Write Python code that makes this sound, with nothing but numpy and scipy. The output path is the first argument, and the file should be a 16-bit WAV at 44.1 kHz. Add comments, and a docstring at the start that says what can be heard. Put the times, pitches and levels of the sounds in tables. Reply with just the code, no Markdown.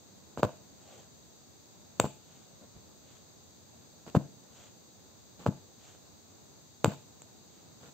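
"""In a quiet room, close to a phone, a punch needle is pushed five times through cloth stretched in a hoop.
Each stitch pops as threads release their tension, rasps by stick-slip friction along the shaft, and thuds as
the handle presses the cloth; cloth and hoop ring on as damped modes, like a slack drum, and the room echoes.
Lesser pops and fainter scrapes surround the stitches, yarn swishes softly as the needle is drawn back, and
fingers rustle on the hoop, over a low room murmur of randomly varying level and microphone hiss."""
import sys
import numpy as np
from scipy import signal
from scipy.fft import rfft, irfft, next_fast_len
from scipy.io import wavfile

SR = 44100
rng = np.random.default_rng(int(sys.argv[2]) if len(sys.argv) > 2 else 0)


def dump_mix(stems):
    """Bounce the given channels to the path in sys.argv[1] as a 16-bit WAV at rate SR."""
    frames = np.atleast_2d(stems).T  # one column per channel
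    limited = np.clip(frames, -1, 1)  # hard clip at full scale
    pcm = np.round(limited * 32767).astype(np.int16)
    wavfile.write(sys.argv[1], SR, pcm)


N = 349713
TIME = np.arange(N) / SR

# a stitch: the tip pierces the cloth, the shaft rasps through, the handle lands after the plunge:
# pierce_s, pop_db, snap_corner_hz, rasp_db, plunge_s, thud_db, thud_pitch_hz
STITCHES = [(0.4316, 0, 1560, -26.5, 0.017, -27, 160), (1.9995, -1.8, 2380, -35.5, 0.055, -28, 181),
            (4.1508, -2, 1060, -29, 0.022, -12, 163), (5.4641, -4.5, 1320, -32.5, .0259, -18, 168),
            (6.8452, 0, 2110, -32, .0364, -18.5, 161)]


def undb(db):
    """Amplitude gain is the antilogarithm of a twentieth of the decibel level."""
    return 10 ** (np.asarray(db) / 20)


def contour(points, hz):
    """A spectral curve is read by linear interpolation of its points on a log-frequency axis."""
    point_hz, value = np.transpose(points)
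    return np.interp(np.log(np.maximum(hz, 1)), np.log(point_hz), value)


def colour(x, points):
    """Linear filtering multiplies the spectrum by a gain curve, here without phase shift."""
    size = next_fast_len(x.shape[-1], real=True)
    gain = undb(contour(points, np.fft.rfftfreq(size, 1 / SR)))
    return irfft(rfft(x, size) * gain, size)[..., :x.shape[-1]]


def unit(x):
    """Normalization to a root-mean-square amplitude of 1."""
    return x / np.sqrt(np.mean(x ** 2))


def pair(count, alike):
    """Interchannel correlation: left and right noise share the fraction alike of their power."""
    common, left, right = rng.standard_normal((3, count))
    alike = np.clip(alike, 0, 1)
    return np.sqrt(alike) * common + np.sqrt(1 - alike) * np.array([left, right])


def pan(x, db):
    """Interchannel level difference: the left exceeds the right by db."""
    return x * undb(np.array([[db], [-db]]) / 2)


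def add(out, s, x):
    """Superposition: a sound is summed in from time s."""
    i = max(int(round(s * SR)), 0)
    out[:, i:i + x.shape[-1]] += x[..., :max(N - i, 0)]


def impulse(points, size=2048):
    """Minimum phase: the folded cepstrum gives the causal pulse whose energy arrives earliest."""
    log_gain = np.log(undb(contour(points, np.fft.rfftfreq(size, 1 / SR))))
    cepstrum = irfft(log_gain)
    cepstrum[1:size // 2] *= 2
    cepstrum[size // 2 + 1:] = 0
    return irfft(np.exp(rfft(cepstrum)))


def ring(modes, count):
    """Modal decay: after a blow each mode is a sinusoid that loses 60 dB in its t60."""
    t = TIME[:count]
    return sum(undb(db - 60 * t / t60) * np.sin(2 * np.pi * hz * t) for hz, db, t60 in modes)


def walk(rate):
    """Random modulation: independent normal values, rate per second, joined by straight lines."""
    steps = rng.standard_normal(N // 64)
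    return np.interp(TIME * rate, np.arange(len(steps)), steps)


def ports(x):
    """Near-field reception: a close sound differs in level and phase between two ports at each pitch."""
    # level of left over right: frequency_hz, balance_db
    balance = [(60, 2), (110, 10), (200, -0.5), (380, 1), (700, -1.5), (1290, -1), (2380, 1), (4400, -11.5),
               (8120, 7), (15000, -15)]
    # phase by which left leads: frequency_hz, lead_rad
    lead = [(200, 0), (700, .15), (1500, .5), (2500, -.4), (4500, 1.2), (7400, -1.4), (15000, -1.3)]
    size = next_fast_len(N, real=True)
    hz = np.fft.rfftfreq(size, 1 / SR)
    # half of each difference goes to either side
    half = undb(contour(balance, hz) / 2) * np.exp(.5j * contour(lead, hz))
    return irfft(rfft(x, size) * np.array([half, 1 / half]), size)[:, :N]


def background(murmur_db=-57.47, vary_db=1, hiss_db=-59, hiss_pan_db=1):
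    """Random noise: a low room murmur whose level varies at random, under the even hiss of two microphones."""
    # relative spectrum of the room murmur: frequency_hz, level_db
    murmur_points = [(15, -76), (25, -18), (43, -36), (62, -7), (92, 1), (124, -1.5), (224, -2),
                     (257, -4.5), (284, -5), (513, -9.5), (776, -12.5), (2210, -27.5), (2800, -26),
                     (3640, -52), (6160, -120)]
    # relative spectrum of the microphone hiss: frequency_hz, level_db
    hiss_points = [(2000, -13), (2900, -12.5), (3850, 0.5), (4300, -3), (4700, 0.5), (5050, -7.5),
                   (5900, -5), (6350, 4.5), (7000, -1), (7600, -2), (8300, -8.5), (12000, -9.5),
                   (15000, -5.5)]
    murmur = unit(colour(pair(N, alike=0.12), murmur_points))
    murmur = murmur * undb(murmur_db + vary_db * walk(rate=9))
    hiss = unit(colour(rng.standard_normal((2, N)), hiss_points)) * undb(hiss_db)
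    return murmur + pan(hiss, hiss_pan_db)


def pops(snap_db=19, twang_hz=540, twang_t60=0.0065, usual_corner_hz=1500):
    """Release of elastic tension: threads give way, the taut cloth twangs, the needle cracks and rings."""
    # lesser pops: threads that snag and let go, and single echoes of the stitches' pops:
    # start_s, pop_db, snap_corner_hz
    lesser_pops = [(0.3748, -17, 1410), (0.981, -49, 2800), (2.0433, -11, 900), (2.0622, -25, 1300),
                   (4.0659, -32, 1700), (4.1642, -15, 1750), (5.9497, -42, 2000), (6.8581, -9.5, 1340),
                   (6.9056, -35, 1500), (7.2197, -38, 2800), (7.833, -37.5, 1210), (7.8870, -39.5, 1600)]
    # relative spectrum of the cloth's snap: frequency_hz, level_db
    snap_points = [(30, -33), (60, -38.5), (110, 5), (200, 1), (340, -0.5), (560, 5), (780, 0.5), (1000, 0),
                   (1500, -4), (1950, -16), (2600, -4.5), (5000, -0.5), (16000, -6)]
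    # the needle cracks briefly against its handle: frequency_hz, level_db, t60_s
    crack_modes = [(2800, -24, 0.0007), (3570, -13.5, 0.009), (4420, -14.5, 0.011), (6600, -14, 0.011),
                   (8440, -11.5, 0.0038), (12000, -11.5, 0.0022), (14500, -11, 0.002)]
    # modes of the hollow steel needle: frequency_hz, level_db, t60_s
    steel_modes = [(7500, -2.5, 0.0062), (7310, -3.5, 0.013)]
    out = np.zeros((1, N))
    snap = undb(snap_db) * impulse(snap_points)
    twang = ring([(twang_hz, 0, twang_t60)], count=2048)
    crack, steel = ring(crack_modes, count=2048), ring(steel_modes, count=2048)
    for s, db, corner_hz, *_ in STITCHES + lesser_pops:
        # the sharper the snap, the less the cloth twangs and the more the needle cracks and rings
        octaves = np.log2(corner_hz / usual_corner_hz)
        twang_gain = undb(-13 - 9.5 * octaves)
        crack_gain = undb(-24 + 16.5 * octaves)
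        steel_gain = undb(-41 + 43.5 * octaves)
        # a slower release rounds the pulse
        rounding = signal.butter(3, corner_hz, fs=SR, output="sos")
        cloth = signal.sosfilt(rounding, snap + twang_gain * twang)
        needle = crack_gain * crack + steel_gain * steel
        add(out, s, undb(db) * (cloth + needle))
    return ports(out[0])


def hoop(x, ring_db=-65):
    """Modal excitation: convolution lets every blow leave the cloth and its wooden hoop ringing faintly."""
    # modes of cloth and hoop: frequency_hz, level_db, t60_s
    cloth_modes = [(86.5, -18, .22), (140.7, -6, 0.35), (201, -21, 0.17), (283, -6.5, 0.52),
                   (311.5, 6, 0.14), (502, 3.5, .21), (612, -4, 0.28), (682, -1.5, 0.3), (775, -5, .2),
                   (861, -7.5, 0.45), (1044, 1.5, 0.2)]
    response = ring(cloth_modes, count=22000)
    return undb(ring_db) * signal.fftconvolve(x, response[None], axes=1)[:, :N]


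def room(x, wet_db=-17, build_s=0.0036, slap_s=.0608, slap_db=-27, count=26000):
    """Reverberation: echoes thicken in milliseconds and fade band by band; one dull echo stands out."""
    # relative spectrum of the echo: frequency_hz, level_db
    echo_points = [(40, -8), (140, 1.5), (300, -2), (550, -2), (900, 0.5), (2000, 5), (4000, 2),
                   (7500, 3.5), (15000, 10)]
    # decay time of the echo: frequency_hz, t60_s
    echo_t60 = [(100, 0.27), (400, 0.51), (1200, 0.24), (4000, 0.53), (7500, 0.37), (12000, 0.32)]
    f, t, bands = signal.stft(pair(count, alike=0.36), SR, nperseg=256)
    fade = undb(-60 * t / contour(echo_t60, f)[:, None])
    tail = signal.istft(bands * fade, SR)[1][:, :count]
    tail = tail * (1 - np.exp(-(TIME[:count] / build_s) ** 2))
    # unit energy before the echo's colour and level
    tail = undb(wet_db) * colour(unit(tail) / np.sqrt(count), echo_points)
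    out = signal.fftconvolve(x, tail, axes=1)[:, :N]
    dull = signal.butter(1, [300, 1500], "bandpass", fs=SR, output="sos")
    add(out, slap_s, undb(slap_db) * signal.sosfilt(dull, x))
    return out


def rasps(catch_rate=1100, scatter_db=4, ramp=0.17, lead_s=0.0051, rasp_s=0.0245, firm_db=-29.5):
    """Stick-slip friction: fibres catch and slip about a thousand times a second as each stroke swells and fades."""
    # fainter scrapes: the needle rubs the weave before a stitch, or the shaft rubs on after piercing:
    # start_s, length_s at half height, level_db
    scrapes = [(0.377, 0.028, -38), (2.034, 0.0277, -35.5), (4.058, 0.042, -48), (5.388, 0.059, -52.5),
               (6.862, 0.077, -44.5), (7.798, 0.093, -56.5)]
    # relative spectrum of the dull part: frequency_hz, level_db
    body_points = [(40, -8.5), (130, 5), (450, -3.5), (1100, -9), (1600, -30), (2100, -35), (6000, -63)]
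    # relative spectrum of the bright part: frequency_hz, level_db
    edge_points = [(400, -26), (1400, 22.5), (1950, 11.5), (2600, 13), (4500, 12), (5400, 4), (7500, 14.5),
                   (8600, -3), (15000, 6.5)]
    out = np.zeros((2, N))
    body = unit(colour(pair(N, alike=0.84), body_points))
    bright = unit(colour(pair(N, alike=0.057), edge_points))
    catches = undb(scatter_db * rng.standard_normal(N // 8))
    # the rasp starts just before the pop and lasts as long as the tapered tip takes to pass
    plunges = [(s - lead_s, rasp_s, rasp_db) for s, _, _, rasp_db, *_ in STITCHES]
    for s, length, db in plunges + scrapes:
        edge = ramp * length
        part = slice(int(s * SR), min(int((s + length + edge) * SR), N))
        t = TIME[part] - s
        grip = unit(np.interp(TIME[part] * catch_rate, np.arange(len(catches)), catches))
        stroke = np.clip(np.minimum(t, length + edge - t) / edge, 0, 1)
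        # the lighter the stroke, the larger its share of treble
        treble_db = -16 + 0.48 * (firm_db - db)
        friction = unit(grip * body[:, part]) + undb(treble_db) * grip * bright[:, part]
        add(out, s, undb(db) * stroke * friction)
    return out


def thuds(press_s=0.0053, stretch=0.33, overtone_db=-12, port_turn_rad=0.18, pan_db=4.5,
          rebound_s=0.0197, rebound_db=-36):
    """Tension stiffening: the handle presses the cloth, whose pitch rises as an overtone swells; one soft rebound."""
    out = np.zeros((2, N))
    t = np.arange(-4 * press_s, 4 * press_s, 1 / SR)
    # the press builds up more slowly than it dies away
    press = np.exp(-(t / press_s) ** 2 / 2 * np.where(t > 0, 2.1, .75))
    turn = np.array([[-port_turn_rad], [port_turn_rad]])
    for s, *_, plunge_s, db, hz in STITCHES:
        # integral of a pitch that rises exponentially and passes hz at the middle of the press
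        phase = 2 * np.pi * hz * press_s / stretch * (np.exp(stretch * t / press_s) - 1) + turn
        overtone = undb(overtone_db) * press ** 2 * np.sin(2 * phase)
        swing = pan(-press * np.cos(phase) + overtone, pan_db)
        landing_s = s + plunge_s + t[0]
        add(out, landing_s, undb(db) * swing)
        add(out, landing_s + rebound_s, undb(rebound_db) * swing)
    return out


def draws(flutter_db=.8, grain_db=1.5):
    """Sliding friction: yarn noise swells with the hand's speed, and single fibres make it grainy."""
    # yarn is drawn through needle and cloth: middle_s, half_length_s at half height, hiss_db, rub_over_hiss_db
    pulls = [(0.932, .098, -60.3, 1), (2.35, .12, -66, -5), (3.13, .08, -64, -7), (4.61, .075, -59.5, -6),
             (5.88, .075, -60.5, -7), (7.56, .07, -69, -6)]
    # relative spectrum of the yarn's hiss: frequency_hz, level_db
    yarn_points = [(300, -14), (1350, -7.5), (1900, -13), (2500, -11), (3300, -8), (5300, -19), (6400, -9),
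                   (7500, -8), (8500, -24), (15000, -25)]
    # relative spectrum of its low rub: frequency_hz, level_db
    rub_points = [(80, -59), (400, 6), (800, 7), (1200, -38), (4000, -37)]
    hiss = unit(colour(pair(N, alike=0.56), yarn_points))
    rub = unit(colour(pair(N, alike=0.52), rub_points))
    out = np.zeros((2, N))
    for s, half, db, rub_db in pulls:
        near = abs(TIME - s) < 2 * half
        speed = np.cos(np.pi / 2 * (TIME[near] - s) / (2 * half)) ** 2
        out[:, near] += undb(db) * speed * (hiss[:, near] + undb(rub_db) * rub[:, near])
    return out * undb(flutter_db * walk(rate=60) + grain_db * walk(rate=370))


def bumps(width=2.7):
    """Band-limited contact noise: fingers shift their hold on the hoop with short, dull rustles."""
    # the hand shifts: middle_s, half_length_s at half height, level_db, pitch_hz
    shifts = [(2.632, 0.028, -54, 223), (2.772, .02, -54, 85), (7.775, 0.0079, -55.5, 160),
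              (7.831, 0.011, -56, 129), (7.883, 0.014, -67, 250)]
    out = np.zeros((2, N))
    for s, half, db, hz in shifts:
        swell = signal.windows.hann(int(4 * half * SR))
        edges_hz = [hz / (1 + width / 2), hz * (1 + width / 2)]
        band = signal.butter(1, edges_hz, "bandpass", fs=SR, output="sos")
        noise = pair(len(swell), alike=0.68)
        rustle = signal.sosfilt(band, signal.sosfilt(band, noise))
        add(out, s - 2 * half, undb(db) * swell * unit(rustle))
    return out


def scene(bass_hz=60):
    """Superposition of the stitches, the hoop they shake, the room's echo and the quieter sounds."""
    # the open hoop radiates little deep bass
    radiation = signal.butter(3, bass_hz, "highpass", fs=SR, output="sos")
    stitches = signal.sosfilt(radiation, pops() + rasps() + thuds())
    return background() + stitches + hoop(stitches) + room(stitches) + draws() + bumps()


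def record(dry, ceiling=1.5, top_hz=15600):
    """Saturation and band limiting: the phone rounds peaks, is weak around 10 kHz and cuts the top."""
    # the phone's response: frequency_hz, gain_db
    response = [(20, -2.5), (8450, 1), (8900, -25.5), (11300, -20), (11750, -4), (20000, -6)]
    rounded = ceiling * np.tanh(dry / ceiling)
    cutoff = signal.ellip(10, .2, 70, top_hz, fs=SR, output="sos")
    return signal.sosfilt(cutoff, colour(rounded, response))


dry = scene()
out = record(dry)
dump_mix(out)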